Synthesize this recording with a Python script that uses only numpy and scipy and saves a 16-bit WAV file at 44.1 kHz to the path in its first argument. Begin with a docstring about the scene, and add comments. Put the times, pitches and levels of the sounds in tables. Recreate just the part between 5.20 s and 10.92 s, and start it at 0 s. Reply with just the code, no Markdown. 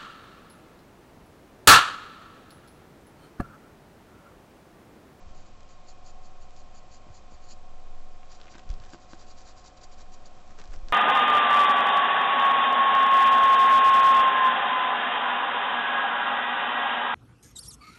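"""A computer fan hums in a quiet room and the microphone sways on its stand, from start to end.
A pastel stick shades a first patch in short strokes: filtered noise that swells and fades with each stroke.
Then it drags and crumbles in sparse crackle and short snaps, while taps ring the table and the hand bumps it.
It shades a second patch, duller crackle under the strokes, and ends with more drags, snaps and soft bumps."""
import sys
import numpy as np
from scipy import signal
from scipy.fft import rfft, irfft
from scipy.io import wavfile

SR = 44100
rng = np.random.default_rng(int(sys.argv[2]) if len(sys.argv) > 2 else 0)


def dump_mix(stems):
    """Bounce the given channels to the path in sys.argv[1] as a 16-bit WAV at rate SR."""
    frames = np.atleast_2d(stems).T  # one column per channel
    limited = np.clip(frames, -1, 1)  # hard clip at full scale
    pcm = np.round(limited * 32767).astype(np.int16)
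    wavfile.write(sys.argv[1], SR, pcm)


N = 252428
TIME = np.arange(N) / SR  # s

# shading strokes of the stick: start t/s, length t/s, level at the fastest moment/dB
STROKES = [(0.13, 0.11, -62.5), (.245, 0.052, -64.5), (0.478, .075, -62), (0.662, .072, -58),
           (0.842, .078, -56.5), (1.015, .075, -62), (1.198, 0.06, -63.5), (1.35, .08, -61),
           (1.535, 0.066, -58.5), (1.70, 0.086, -58.5), (1.92, .08, -60), (2.095, 0.082, -63.5),
           (2.2, .1, -64), (2.285, 0.057, -51.5), (3.088, .095, -57.5), (3.29, 0.054, -56.5),
           (3.68, 0.092, -58), (3.795, 0.06, -61), (3.878, 0.08, -56.5), (3.968, 0.083, -58),
           (4.057, .086, -56.5), (4.156, 0.084, -57), (4.243, 0.087, -54), (4.354, .07, -56.5),
           (4.433, 0.068, -53.5), (4.56, 0.031, -57), (4.605, 0.059, -53.5), (4.712, 0.039, -56),
           (4.768, 0.068, -55.5), (4.915, 0.044, -56), (5.042, .045, -58)]
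# slow drags between the runs of shading: start t/s, length t/s, level at the fastest moment/dB
DRAGS = [(-.2, 0.5, -67.5), (3.17, 0.14, -57.5), (3.328, 0.039, -54), (3.372, .036, -53.5),
         (3.47, 0.075, -57), (3.59, 0.16, -60.5), (5.09, .26, -67), (5.36, .1, -54.5),
         (5.497, 0.069, -51.5), (5.69, .06, -52)]


def gain_of(db):
    """Turns decibels into amplitude."""
    return 10 ** (np.asarray(db) / 20)


def evened(x):
    """Scales a sound to an average strength (rms) of 1."""
    return x / np.sqrt(np.mean(x ** 2) + 1e-20)


def level(curve):
    """Amplitude over time, drawn through rows of t/s, level/dB."""
    return gain_of(np.interp(TIME, *np.transpose(curve)))


def add(mix, s, sound):
    """Mixes a sound in at s seconds, or at the very start if s is negative."""
    part = mix[max(round(s * SR), 0):][:len(sound)]
    part += sound[:len(part)]


def coloured(x, points):
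    """Filters a sound by a spectrum with rows of f/Hz, level/dB, then evens it to rms 1."""
    hz, db = np.transpose(points)
    f = np.fft.rfftfreq(N, 1 / SR)
    shape = gain_of(np.interp(np.log(f + 1), np.log(hz), db))
    low_fade = np.minimum(f / hz[0], 1)  # fades out below the lowest point
    return evened(irfft(rfft(x) * shape * low_fade, N))


def drift(rate):
    """Smooth random wandering, changing up to about rate times a second; rms 1."""
    f = np.fft.rfftfreq(N, 1 / SR)
    keep_slow = np.exp(-(f / rate) ** 2) * (f > 0)
    return evened(irfft(rfft(rng.standard_normal(N)) * keep_slow, N))


def glides(rows, fullness):
    """Level of hand movements that each speed up and slow down in the same arch."""
    fastest_at = 0.53  # share of the movement
    out = np.zeros(N)
    for start, length, db in rows:
        progress = np.interp((TIME - start) / length, [0, fastest_at, 1], [0, .5, 1])
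        out += gain_of(db) * abs(np.sin(np.pi * progress)) ** fullness
    return out


def air():
    """The steady rush of the fan and rumble of the room are noise with one fixed colour."""
    # spectrum of the room: f/Hz, level per Hz/dB
    room_colour = [(15, 26), (30, 18), (48, 11.5), (85, 10), (130, 3.5), (330, 0.5), (420, -1), (700, 1),
                   (850, -3.5), (1150, -2.5), (1600, -9.5), (2800, -12), (4500, -14), (7600, -18)]
    room_db = -51.5
    return gain_of(room_db) * coloured(rng.standard_normal(N), room_colour)


def hum(swelling_hz=740, swelling_width_hz=30):
    """Close fan tones beat against each other over a weak mains hum; the fan speed wanders a little."""
    # mains hum: f/Hz, level/dB
    mains = (60, -64)
    # fan tones: f/Hz, level before the swell/dB
    fan_tones = [(207.3, -74), (359.3, -77.5), (530.3, -68.5), (585.4, -77.5), (608.3, -74), (612.4, -76.5),
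                 (675.6, -82), (705.2, -71.5), (716.7, -75.5), (727.4, -63.5), (750.3, -69), (757.7, -67),
                 (818.3, -84), (847.2, -77), (944.1, -77.5), (1049.7, -78), (1063.2, -70), (1067.9, -76.5),
                 (1086.1, -72.5), (1090.8, -73.5), (1181.6, -86), (1272.5, -79), (1341.1, -79.5),
                 (2279.8, -87), (2399.6, -85.5), (2447.4, -79.5), (2495.8, -87), (2506.6, -85),
                 (2518.7, -89), (2545.0, -89.5), (3115.6, -82), (3234.7, -87)]
    # swell of the tones near swelling_hz: t/s, level change/dB
    fan_swell = [(0, -2), (.4, -6), (.9, 2), (1.8, -3.5), (2.5, 0), (4.9, 0.5), (5.72, -3)]
    mains_hz, mains_db = mains
    out = gain_of(mains_db) * evened(np.sin(2 * np.pi * mains_hz * TIME))
    speed = 1 + .0005 * drift(rate=1.5)
    turns_per_hz = np.cumsum(speed) / SR
    for hz, db in fan_tones:
        share = np.exp(-((hz - swelling_hz) / swelling_width_hz) ** 4)  # how much this tone swells
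        tone = evened(np.sin(2 * np.pi * (hz * turns_per_hz + rng.random())))
        out += gain_of(db) * level(fan_swell) ** share * tone
    return out


def sway(rate_hz=11.6, wander=0.075):
    """The drawing arm keeps the microphone stand rocking: a very low tone whose rate wanders."""
    # rocking of the stand: t/s, level/dB
    sway_level = [(0.0, -48), (0.16, -39.5), (0.35, -48.5), (1.1, -37), (1.86, -46.5), (2.82, -31.5),
                  (3.41, -51.5), (3.51, -29.5), (3.73, -50.5), (4.17, -39.5), (4.54, -60.5), (4.68, -41),
                  (5.69, -39), (5.72, -33)]
    turns = np.cumsum(rate_hz * (1 + wander * drift(rate=4))) / SR
    return level(sway_level) * evened(np.sin(2 * np.pi * turns))


def bumps(rise_s=0.0065, settle_s=0.025):
    """The soft edge of the hand shoves the table: a low swing that slows and dies as the hand settles."""
    # soft blows: t/s, level before the rise and decay/dB, starting f/Hz, time to fall 60 dB t/s
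    blows = [(0.059, -39, 108, 0.14), (0.108, -30, 48, 0.063), (1.896, -34, 142, 0.079),
             (2.132, -34, 88, 0.074), (3.488, -37, 80, .03), (3.4976, -17, 46, 0.21),
             (3.601, -37.5, 63, 0.1), (5.488, -29, 44.6, 0.64), (5.559, -33.5, 49, 0.32),
             (5.63, -25, 30, 0.34)]
    out, t = np.zeros(N), TIME[:SR // 2]
    for s, db, hz, t60 in blows:
        turns = hz * settle_s * np.log1p(t / settle_s)  # the pitch sinks from hz
        rise = 1 - np.exp(-(t / rise_s) ** 2)
        add(out, s, gain_of(db - 60 * t / t60) * np.sin(2 * np.pi * turns) * rise)
    return out


def hand():
    """The heel of the hand rumbles on the table as low noise, most when it slides."""
    # slides of the hand: start t/s, length t/s, level at the fastest moment/dB
    hand_slides = [(-.4, 1.05, -60), (3.38, .3, -50.5), (5.36, .48, -54)]
    # spectrum of the rumble: f/Hz, level per Hz/dB
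    hand_colour = [(25, 7), (45, -6.5), (95, -5), (140, -7), (210, -15.5), (400, -17.5), (2000, -60)]
    rest_db = -69
    loudness = np.hypot(gain_of(rest_db), glides(hand_slides, 1))
    return loudness * coloured(rng.standard_normal(N), hand_colour)


def taps():
    """The stick lands on the table through the sheet: a short, rounded push, then the table top rings."""
    # landings: t/s, peak level of the push/dB, contact time t/s
    landings = [(1.868, -41, 0.0028), (1.888, -42, 0.0012), (2.122, -39, 0.0018), (3.354, -34.5, 0.00087),
                (3.735, -29.5, 0.00039), (3.741, -42, 0.0056), (3.7462, -33, 0.00094),
                (3.9339, -30, 0.00077)]
    # ringing modes of the table top: f/Hz, level relative to the push/dB, time to fall 60 dB t/s
    table_modes = [(267, -28.5, 0.041), (337, -13, 0.068), (616, -18, .02), (1200, -18.5, .016),
                   (1620, -9.5, 0.012), (4300, -30, .005)]
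    out, t = np.zeros(N), TIME[:SR // 8]
    ring = sum(gain_of(db - 60 * t / t60) * np.sin(2 * np.pi * hz * t) for hz, db, t60 in table_modes)
    for s, db, contact in landings:
        u = 2 * np.pi * t / contact
        force = (u * np.exp(1 - u)) ** 2
        ringing = signal.fftconvolve(force / force.sum(), ring)[:len(t)]
        add(out, s, -gain_of(db) * (force + ringing))
    return out


def crumbs(spread_octaves=0.33):
    """Small crumbs break off by chance, more often the harder the stick drags; rows as in large_crumbs."""
    most_per_s = 60  # at the hardest drag
    middle_db, spread_db, middle_hz = -47, -1.5, 3450  # level before the gain in ticks
    effort = glides(DRAGS, 1)
    chance, size, pitch = rng.random(N), rng.standard_normal(N), rng.standard_normal(N)
    at = np.flatnonzero(chance < most_per_s / SR * effort / effort.max())
    levels_db = middle_db + spread_db * size[at]
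    rings_hz = middle_hz * 2 ** (spread_octaves * pitch[at])
    return list(zip(TIME[at], levels_db, rings_hz))


def ticks(gain_db=4.5, cycles=0.48, rustle_db=-22, rustle_s=0.0039):
    """A crumb gives way with a snap of very few cycles and the sheet rustles briefly around it."""
    # largest crumbs of pigment to snap under the tip: t/s, level before gain_db/dB, ring f/Hz
    large_crumbs = [(0.407, -45, 5440), (0.4319, -46, 5540), (1.308, -47, 6050), (1.3649, -44, 5050),
                    (3.0319, -44.5, 2200), (3.2147, -39, 3700), (3.2807, -46, 2700), (3.3466, -42.5, 2220),
                    (3.3946, -41.5, 3000), (3.4918, -44, 5200), (3.5027, -34, 4750), (3.5157, -45.5, 4200),
                    (3.54, -41.5, 4600), (3.601, -41.5, 4230), (3.6503, -46, 5300), (5.4163, -39, 4480),
                    (5.4561, -43.5, 4300), (5.4767, -44.5, 5200), (5.5624, -42.5, 4800),
                    (5.6858, -36, 4670)]
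    out, lead = np.zeros(N), SR // 100
    t = TIME[:4 * lead] - TIME[lead]  # starts 10 ms ahead of the middle of the snap
    for s, db, hz in large_crumbs + crumbs():
        snap = np.sin(2 * np.pi * hz * t) * np.exp(-abs(hz * t / cycles) ** 1.37)
        below_ring = np.sinc(hz * t) * np.cos(np.pi * hz * t)  # passes noise up to the ring pitch
        rustle = evened(signal.fftconvolve(rng.standard_normal(len(t)), below_ring, "same"))
        fade = np.exp(-np.maximum(t, -2 * t) / rustle_s)  # grows twice as fast as it dies
        add(out, s + t[0], gain_of(db + gain_db) * (snap + gain_of(rustle_db) * rustle * fade))
    return out


def tooth(per_s, spread_db, dust):
    """Tiny slips over the paper's fibres, of uneven size, on a bed of powdery friction noise."""
    happens = rng.random(N) < per_s / SR
    direction = rng.choice([-1, 1], N)
    size = gain_of(spread_db * np.minimum(rng.exponential(1, N), 4))
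    return evened(evened(happens * direction * size) + dust * rng.standard_normal(N))


def drag(fullness=0.63, clump_db=2):
    """At low speed the slips come apart into a duller crackle, which never quite stops."""
    # spectrum of the crackle: f/Hz, level per Hz/dB
    drag_colour = [(120, 2), (350, 4), (900, -1), (1600, 3), (2400, -9), (4500, -7.5), (6000, -6.5),
                   (7800, -11)]
    # faint crackle of the resting tip: level in the first patch/dB, level in the second patch/dB
    resting_db = (-75.5, -67.5)
    second_patch_s, under_stroke_db = 3.05, -10.5  # start; crackle relative to its stroke
    friction = tooth(per_s=1100, spread_db=5.5, dust=0.36) * gain_of(clump_db * drift(rate=25))
    second = TIME > second_patch_s
    resting = gain_of(np.where(second, resting_db[1], resting_db[0]))
    shading = gain_of(under_stroke_db) * glides(STROKES, fullness) * second
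    loudness = np.sqrt(glides(DRAGS, fullness) ** 2 + resting ** 2 + shading ** 2)
    return loudness * coloured(friction, drag_colour)


def strokes(fullness=0.91, chatter_db=1.9):
    """Each stroke speeds up and slows again; the friction follows its speed and rings in the gripped stick."""
    # scratch in the first way the stick is held: f/Hz, level per Hz/dB
    first_grip = [(400, -16.5), (1500, -12), (3000, -8.5), (3600, -14.5), (4200, 0.5), (4700, 3),
                  (5150, -5), (5900, -4), (6550, 0.5), (7100, 4.5), (7800, -14)]
    # scratch in the second way the stick is held: f/Hz, level per Hz/dB
    second_grip = [(400, -6), (1600, -7), (2600, -10), (3500, -10), (4000, -1), (4350, -4.5), (4720, 3.5),
                   (5150, -6), (5700, -1), (6400, -6), (7000, 0.5), (7700, -11.5)]
    grip_change_s = 2.7
    friction = tooth(per_s=3500, spread_db=3.0, dust=0.7) * gain_of(chatter_db * drift(rate=67))
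    first, second = coloured(friction, first_grip), coloured(friction, second_grip)
    return glides(STROKES, fullness) * np.where(TIME < grip_change_s, first, second)


def reflections(x, t60=0.027, wet_db=-13):
    """Desk and walls add a faint, short tail: noise that falls 60 dB in t60 seconds."""
    t = TIME[:SR // 3]
    tail = rng.standard_normal(len(t)) * gain_of(-60 * t / t60) * (t > .003)  # first echo after 3 ms
    return gain_of(wet_db) * signal.fftconvolve(x, tail / np.linalg.norm(tail))[:N]


def scene():
    """The drawing close by with its reflections, the room behind it."""
    background = air() + hum() + sway() + bumps()
    drawing = hand() + taps() + ticks() + drag() + strokes()
    return (drawing + reflections(drawing) + background)[None]


def record(dry):
    """A narrow-band microphone removes the highest treble."""
    edge_hz = 7950
    low_pass = signal.firwin(221, edge_hz, window=("kaiser", 8), fs=SR)
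    return signal.oaconvolve(dry, low_pass[None], "same")


dry = scene()
out = record(dry)
dump_mix(out)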